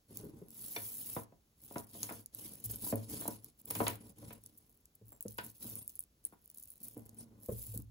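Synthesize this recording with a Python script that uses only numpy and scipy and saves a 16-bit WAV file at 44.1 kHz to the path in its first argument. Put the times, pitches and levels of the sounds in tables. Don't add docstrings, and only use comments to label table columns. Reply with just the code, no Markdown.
import sys
import numpy as np
from scipy import signal
from scipy.fft import rfft, irfft
from scipy.io import wavfile

SR = 44100
rng = np.random.default_rng(int(sys.argv[2]) if len(sys.argv) > 2 else 0)


def file_out(sig):
    cols = np.atleast_2d(sig).T
    lim = np.clip(cols, -1, 1)
    pcm = np.round(lim * 32767).astype(np.int16)
    wavfile.write(sys.argv[1], SR, pcm)


N = 348566
FREQ_HZ, TIME_S = np.fft.rfftfreq(N, 1 / SR), np.arange(N) / SR

# start_s, length_s, rise_share, beads_db, cloth_db, rumble_db
HAND_STROKES = [(0.074, 0.21, 0.39, -50.5, -53, -53), (0.208, 0.36, 0.12, -66, -68, -58.5),
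                (0.449, 0.818, 0.81, -39, -48.5, -61), (1.551, 0.31, 0.76, -48, -54.5, -64),
                (1.855, 0.4, 0.48, -43, -46, -54.5), (2.319, 0.38, 0.19, -44, -49, -57),
                (2.587, 0.22, 0.72, -46, -48.5, -54.5), (2.764, 0.18, 0.69, -34, -41.5, -52),
                (2.913, 0.38, 0.072, -53.5, -54.5, -60), (3.078, 0.35, 0.085, -40.5, -44, -50.5),
                (3.408, 0.13, 0.25, -60, -59, -64.5), (3.573, 0.048, 0.55, -53, -63.5, -68),
                (3.628, 0.36, 0.56, -37, -44, -47), (3.936, 0.2, 0.66, -59, -59.5, -56.5),
                (4.149, 0.26, 0.36, -54, -54, -54), (4.38, 0.38, 0.11, -65, -69, -73),
                (4.647, 0.19, 0.34, -66.5, -89, -78), (5.042, 0.17, 0.25, -54, -74, -71),
                (5.201, 0.58, 0.12, -52.5, -64, -73), (5.419, 0.11, 0.35, -52, -56.5, -59.5),
                (5.582, 0.31, 0.23, -43, -50, -57), (5.857, 0.22, 0.28, -52.5, -64, -75.5),
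                (6.23, 0.13, 0.093, -57, -61.5, -73), (6.334, 0.64, 0.54, -56, -67.5, -77.5),
                (6.789, 0.2, 0.29, -48.5, -59, -62.5), (6.926, 0.28, 0.31, -59.5, -69, -59.5),
                (7.157, 0.11, 0.4, -53, -55, -57.5), (7.197, 0.42, 0.19, -87, -86, -62.5),
                (7.361, 0.49, 0.62, -41.5, -55.5, -63.5)]
# freq_hz, density_db
BEAD_SPECTRUM = [(1000, -41), (4000, -19), (6500, -12.5), (8700, 2), (10500, 2), (12000, 3), (14000, 7),
                 (15700, 4), (16400, -93)]
CLOTH_SPECTRUM = [(100, -42.5), (600, 0.5), (1700, -3), (3000, 2), (4500, 4.5), (7000, 4.5), (11000, 13.5),
                  (16000, -28)]
RUMBLE_SPECTRUM = [(25, -20.5), (55, 2.5), (112, 7.5), (155, 4), (225, 7.5), (340, -1), (470, -5.5),
                   (700, -14.5), (1020, -13.5), (1300, -20), (8000, -52.5)]

# start_s, level_db, boom_db, pitch_hz
FINGER_THUMPS = [(0.106, -45, -31, 392), (0.233, -34.5, -27, 408), (0.257, -39, -25, 398),
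                 (0.286, -38.5, -16, 323), (0.334, -41, -22, 334), (0.415, -36, -18, 409),
                 (2.654, -47, 12.5, 129), (5.012, -49, 4, 443), (5.252, -31, -10.5, 488),
                 (7.486, -22.5, -39, 480), (7.512, -29.5, -1, 436), (7.68, -48, 14, 152),
                 (7.738, -42, 6.5, 474), (7.758, -33, -12, 182), (7.789, -35.5, -11, 225),
                 (7.846, -54, 12.5, 130)]
# pitch_ratio, level_db, t60_s
PAT_MODES = [(.42, -7.5, 0.094), (.75, -9.5, 0.065), (1, 5, 0.036), (1.2, -5.5, 0.046)]
# pitch_hz, level_db, t60_s
TABLE_MODES = [(61, -17, 0.7), (112.3, -2, 0.26)]

# start_s, level_db, clack_db
BEAD_CLICKS = [(0.172, -34.5, -16), (1.782, -39, -5), (2.031, -27.5, -4), (2.26, -40, -12),
               (2.348, -35.5, -34), (2.6454, -37.5, -13.5), (2.759, -35.5, -37), (2.957, -32.5, -34),
               (3.4445, -40.5, -15), (3.656, -41, -27), (3.7034, -35, -9.5), (3.752, -35.5, -6),
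               (3.881, -25, -15), (4.4377, -50, -11), (4.4616, -44, -8.5), (4.8555, -53, -11),
               (5.2084, -36, -26), (5.226, -38, -26), (5.2819, -42, -1), (5.3856, -42.5, 0),
               (5.6984, -39.5, -24), (5.7545, -35, -30), (5.878, -33.5, -27), (5.895, -43, -11),
               (5.9547, -42.5, -22), (5.9924, -31, -34.5), (6.0051, -37, -23), (6.2514, -27, -41),
               (6.5003, -47, -8), (6.547, -50, -10), (6.584, -43.5, -18), (6.5975, -51, -20),
               (6.6276, -46, -21), (6.636, -44.5, -14), (6.7033, -42.5, -32), (6.8841, -42, -24),
               (6.978, -49, -21), (7.093, -48.5, -10), (7.776, -33.5, -16)]
# pitch_hz, level_db
SNAP_MODES = [(8000, -16), (10400, -7), (12000, -8.5), (14300, -5)]
# freq_hz, density_db
CLACK_SPECTRUM = [(1200, -26), (3000, -10), (5000, 2), (7300, 7.5), (10000, -13), (16000, -27.5)]

# start_s, level_db, hardness_hz, low_modes_db
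BOX_KNOCKS = [(0.762, -37, 4640, 9), (1.163, -31.5, 1170, -2.5), (1.321, -55.5, 866, -13),
              (1.707, -46, 1100, 0), (1.757, -32.5, 1320, -2), (1.948, -48, 1020, 11),
              (2.029, -45.5, 5600, 13), (2.091, -42, 2300, -29), (2.106, -40.5, 1540, 2),
              (2.865, -43, 990, -16.5), (2.924, -25.5, 790, 8), (3.216, -46.5, 1600, -18),
              (3.2524, -39.5, 1120, -16), (3.280, -34, 1120, 7.5), (3.705, -41.5, 4600, 9.5),
              (3.753, -39, 4640, -3), (3.802, -24, 1120, 1.5), (3.867, -30, 4640, -9.5),
              (3.8779, -37.5, 3020, 1.5), (4.226, -47.5, 890, 9), (4.305, -47, 3250, 10.5),
              (5.12, -57, 1255, -10), (5.384, -36.5, 4460, -2), (5.643, -45, 1210, 21),
              (6.965, -39.5, 600, 10)]
# pitch_hz, level_db, t60_s
BOX_MODES = [(110, -13, .45), (227, -7, .15), (305, -4, .07), (428, -12, .16), (462, -11, .22),
             (556, -10, .18), (610, -9, .18), (688, -9, .15), (800, -10, .08), (975, 1.5, .085),
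             (1470, -13, .08), (2070, -11, .08), (2500, -9, .08), (3520, -5, .05)]
# freq_hz, density_db
CLATTER_SPECTRUM = [(60, -36), (200, -1.5), (500, -10.5), (1100, -7), (2400, -6), (5000, -10.5),
                    (16000, -25.5)]
# start_s, level_db, pitch_hz, t60_s
PING_PARTIALS = [(0.764, -32.5, 2310, 0.044), (.764, -42, 3490, 0.049), (0.763, -39, 4440, 0.028),
                 (0.763, -42.5, 5820, 0.043), (2.03, -39, 6710, 0.067), (5.123, -60, 7530, 0.17),
                 (5.384, -34.5, 1488, 0.08), (5.388, -44, 2910, 0.035), (5.385, -43.5, 4900, 0.036),
                 (5.772, -43, 8850, 0.26), (5.824, -51, 11340, 0.12), (7.186, -42, 8740, 0.11)]
# start_s, length_s, level_db
BEAD_TUMBLES = [(2.64, 0.026, -37.5), (2.71, .018, -37.5), (3.277, .008, -31), (3.704, 0.0094, -32),
                (4.326, 0.013, -48.5), (4.575, 0.015, -54.5), (4.9511, 0.0085, -56.5), (5.445, .012, -47),
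                (6.573, 0.007, -48), (6.83, 0.025, -44.5), (7.741, 0.0072, -49)]
# start_s, level_db
CREAK_SLIPS = [(6.325, -51.5), (6.335, -54.5)]

# freq_hz, t60_s
ROOM_DECAY = [(100, 0.3), (2000, 0.17), (6000, 0.14), (15000, 0.013)]
# freq_hz, density_db
ROOM_SPECTRUM = [(20, -10.5), (55, 6), (120, 0.5), (240, -4.5), (450, -11), (800, -17), (2000, -22),
                 (16000, -20.5)]
# freq_hz, correlation
PORT_LIKENESS = [(100, .99), (350, 0.93), (900, 0.27), (3000, 0.1), (6000, 0.51), (8500, .99),
                 (16000, 0.85)]
# freq_hz, left_lead_rad
PORT_PHASE = [(0, 0), (400, .1), (950, 1.4), (1800, 3.3), (4200, 6.8), (5300, 7.8), (6500, 6.2),
              (8600, 3.14), (11100, 0), (13400, -3.14), (15600, -6.2), (17000, -7)]
# freq_hz, left_minus_right_db
PORT_BALANCE = [(300, -0.5), (650, 2.5), (1300, 0.5), (2500, 2.5), (3500, -1), (5600, -2), (7000, 0)]

BEND_S = .003


def amp(db):
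    return 10 ** (np.asarray(db) / 20)


def unit(x):
    return x / np.sqrt(np.mean(x ** 2) + 1e-20)


def read(points, hz):
    point_hz, value = np.transpose(points)
    return np.interp(np.log(hz + 1), np.log(point_hz + 1), value)


def add(mix, start_s, sound):
    part = mix[:, max(round(start_s * SR), 0):][:, :sound.shape[-1]]
    part += sound[..., :part.shape[-1]]


def butter(x, hz, kind, order=2):
    return signal.sosfilt(signal.butter(order, min(hz, SR / 2 - 1), kind, fs=SR, output="sos"), x)


def shape(pair, spectrum):
    hz, (left, other) = np.fft.rfftfreq(pair.shape[1], 1 / SR), rfft(pair)
    likeness = np.clip(read(PORT_LIKENESS, hz), 0, 1)
    right = likeness * left + np.sqrt(1 - likeness ** 2) * other
    return unit(irfft(np.array([left, right]) * amp(read(spectrum, hz)), pair.shape[1]))


def noise(spectrum, size=N):
    return shape(rng.standard_normal((2, size)), spectrum)


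def wander(rate_hz):
    return unit(irfft(rfft(rng.standard_normal(N)) / (1 + (FREQ_HZ / rate_hz) ** 4), N))


def grains(per_s, spread_db, decay_s):
    hits = (rng.random(N) < per_s / SR) * amp(spread_db * np.minimum(rng.exponential(1, N), 4))
    power = signal.lfilter([1], [1, -np.exp(-2 / (decay_s * SR))], hits ** 2)
    return np.sqrt(power) * rng.standard_normal((2, N))


def patches(x, depth_db, width_hz, length_s):
    frames = signal.stft(x, SR, nperseg=512, noverlap=384)[2]
    field = rng.standard_normal(frames.shape[1:])
    for axis, span in enumerate([width_hz * 512 / SR, length_s * SR / 128]):
        pole = np.exp(-1 / span)
        field = signal.filtfilt([1 - pole], [1, -pole], field, axis=axis, padtype="even")
    gain = unit(amp(depth_db * np.clip(unit(field), -2, 2)))
    return signal.istft(frames * gain, SR, nperseg=512, noverlap=384)[1][:, :N]


def stroke_envelope(levels_db, exponent, t60_s, max_ramp_s=.31):
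    energy = np.zeros((1, N))
    for (start_s, length_s, rise_share, *_), db in zip(HAND_STROKES, levels_db):
        t, rise_share = np.arange(0, length_s, 1 / SR), np.clip(rise_share, .05, .95)
        rise_s = min(rise_share * length_s, max_ramp_s)
        fall_s = min((1 - rise_share) * length_s, max_ramp_s)
        speed = np.sin(np.pi / 2 * np.interp(t, [0, rise_s, length_s - fall_s, length_s], [0, 1, 1, 0]))
        add(energy, start_s, (amp(db) * speed ** exponent) ** 2)
    pole = amp(-60 / (t60_s * SR)) ** 2
    return np.sqrt(signal.lfilter([1 - pole], [1, -pole], energy[0] + 1e-14))


def through_box(x):
    peaks = sum(1 / (1 + ((FREQ_HZ - hz) / (3 + .008 * hz)) ** 2) for hz, _, _ in BOX_MODES)
    return unit(irfft(rfft(x) * (.5 + peaks), N))


def rummaging(blur_from_db=-58, blur_span_db=25, single_jerk_db=3.0, glide_jerk_db=1.1):
    bead_db, cloth_db, rumble_db = np.transpose(HAND_STROKES)[3:]
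    slide = stroke_envelope(bead_db, exponent=1.3, t60_s=.033)
    scrape = stroke_envelope(cloth_db, exponent=1.32, t60_s=.021)
    jostle = stroke_envelope(rumble_db, exponent=1, t60_s=.1)
    push = wander(rate_hz=44)
    ticks = shape(grains(per_s=150, spread_db=2.7, decay_s=.0006), BEAD_SPECTRUM)
    hiss = shape(grains(per_s=2200, spread_db=2.6, decay_s=.0004), BEAD_SPECTRUM)
    hiss = patches(hiss, depth_db=4, width_hz=120, length_s=.006)
    blur = np.clip((20 * np.log10(slide) - blur_from_db) / blur_span_db, .03, .85)
    jerk_db = push * (single_jerk_db + (glide_jerk_db - single_jerk_db) * blur)
    beads = (np.sqrt(blur) * hiss + np.sqrt(1 - blur) * ticks) * slide * amp(jerk_db - 6.5)
    cloth = shape(grains(per_s=4000, spread_db=1.5, decay_s=.0005), CLOTH_SPECTRUM)
    cloth = cloth * scrape * amp(jerk_db - 6)
    rumble = shape(grains(per_s=300, spread_db=-.5, decay_s=.029), RUMBLE_SPECTRUM)
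    rumble = through_box(rumble) * jostle * amp(2 * push)
    return beads + patches(cloth, depth_db=3.8, width_hz=70, length_s=.009) + rumble


def finger_thumps():
    out, t = np.zeros((2, N)), TIME_S[:SR // 3]
    touch, swell = 1 - np.exp(-(t / .005) ** 2), 1 - np.exp(-t / .018)
    for start_s, level_db, boom_db, pitch_hz in FINGER_THUMPS:
        rad_per_hz = 2 * np.pi * t * rng.uniform(.96, 1.04)
        pat = sum(amp(db - 60 * t / t60_s) * np.sin(ratio * pitch_hz * rad_per_hz)
                  for ratio, db, t60_s in PAT_MODES)
        boom = sum(amp(db - 60 * t / t60_s) * np.sin(hz * rad_per_hz) for hz, db, t60_s in TABLE_MODES)
        shudder = noise(RUMBLE_SPECTRUM, len(t)) * amp(-12 - 60 * t / .07)
        add(out, start_s, amp(level_db) * ((pat + shudder) * touch + amp(boom_db) * boom * swell))
    return out


def bead_clicks():
    out, t = np.zeros((2, N)), TIME_S[:SR // 25]
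    hz, mode_db = np.transpose(SNAP_MODES)[:, :, None]
    attack = 1 - np.exp(-t / .0003)
    for start_s, level_db, clack_db in BEAD_CLICKS:
        bead_hz = hz * rng.uniform(.821, 1.132, hz.shape)
        modes = amp(mode_db) * np.sin(2 * np.pi * (bead_hz * t + rng.random(hz.shape)))
        snap = unit(modes.sum(0)) * np.exp(-t / .00084)
        clack = noise(CLACK_SPECTRUM, len(t)) * amp(clack_db - 6) * np.exp(-t / .0016)
        rattle = noise(BEAD_SPECTRUM, len(t)) * amp(-19) * np.exp(-t / .003)
        click = butter((snap + clack + rattle) * attack, 2400, "high", order=4)
        onset_rms = np.sqrt(np.mean(click[:, :SR // 250] ** 2))
        add(out, start_s, amp(level_db - 3.5) * click / onset_rms)
    return out


def box_blow(hardness_hz, low_modes_db, grip_detune=.008, push_db=38):
    t = TIME_S[:SR // 3]
    hz, db, t60_s = np.transpose(BOX_MODES)[:, :, None]
    hz = hz * (1 + grip_detune * rng.standard_normal(hz.shape))
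    spot_db = 2 * rng.standard_normal(hz.shape)
    mode_db = db + spot_db + low_modes_db / (1 + (hz / 450) ** 4)
    modes = amp(mode_db - 60 * t / t60_s) * np.sin(2 * np.pi * (hz * t + rng.random(hz.shape)))
    clatter = noise(CLATTER_SPECTRUM, len(t)) * (amp(5 - 60 * t / .05) + amp(-5 - 60 * t / .26))
    push = amp(push_db) * butter(signal.unit_impulse(len(t)), 900, "low", order=1)
    blow = butter(push + modes.sum(0) + clatter, 90, "high")
    blow = butter(blow, hardness_hz, "low", order=6) + amp(-16.5) * butter(blow, 2 * hardness_hz, "low")
    lag_rad = 4 * np.pi * BEND_S * np.sqrt(1000 * np.fft.rfftfreq(len(t), 1 / SR))
    blow = irfft(rfft(blow) * np.exp(-1j * lag_rad), len(t))
    onset_rms = np.sqrt(np.mean(blow[:, :SR // 50] ** 2))
    return blow / onset_rms


def box_knocks():
    out = np.zeros((2, N))
    for start_s, level_db, hardness_hz, low_modes_db in BOX_KNOCKS:
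        add(out, start_s - BEND_S / 2, amp(level_db - 6.5) * box_blow(hardness_hz, low_modes_db))
    return out


def metal_pings():
    out, t = np.zeros((2, N)), TIME_S[:SR // 3]
    for start_s, level_db, hz, t60_s in PING_PARTIALS:
        attack = 1 - np.exp(-t * hz / 2)
        add(out, start_s, amp(level_db - 60 * t / t60_s) * np.sin(2 * np.pi * hz * t) * attack)
    return out


def bead_tumbles():
    out = np.zeros((2, N))
    ticks = shape(grains(per_s=900, spread_db=2, decay_s=.0004), BEAD_SPECTRUM)
    for start_s, length_s, level_db in BEAD_TUMBLES:
        run = ticks[:, round(start_s * SR):round((start_s + length_s) * SR)]
        add(out, start_s, amp(level_db - 2.5) * unit(run * np.linspace(1, .5, run.shape[1])))
    return out


def box_creak():
    out = np.zeros((2, N))
    for start_s, level_db in CREAK_SLIPS:
        add(out, start_s - BEND_S, amp(level_db - 10) * box_blow(hardness_hz=1400, low_modes_db=-9))
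    return out


def room_reverb(x):
    hz, t, frames = signal.stft(rng.standard_normal((2, SR // 2)), SR, nperseg=256)
    decay = amp(-60 * t / read(ROOM_DECAY, hz)[:, None]) * (t > .005)
    tail = signal.istft(frames * decay, SR, nperseg=256)[1]
    return signal.fftconvolve(x, tail / np.linalg.norm(tail[0]), axes=1)[:, :N]


def scene():
    box = box_knocks() + box_creak()
    bright = bead_clicks() + bead_tumbles() + metal_pings()
    rubbing, thumps = rummaging(), finger_thumps()
    send = amp(-19) * rubbing + amp(-14) * thumps + amp(-15) * bright + amp(-12) * box
    return rubbing + thumps + bright + box + room_reverb(send) + amp(-72.5) * noise(ROOM_SPECTRUM)


def record(dry):
    lead_rad = np.interp(FREQ_HZ, *np.transpose(PORT_PHASE))
    left_gain = amp(read(PORT_BALANCE, FREQ_HZ) / 2) * np.exp(1j * lead_rad / 2)
    pair = irfft(rfft(dry) * np.array([left_gain, 1 / left_gain]), N)
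    low_pass = signal.firwin(255, cutoff=16600, window=("kaiser", 8), fs=SR)
    return signal.oaconvolve(pair, low_pass[None], "same")


dry = scene()
out = record(dry)
file_out(out)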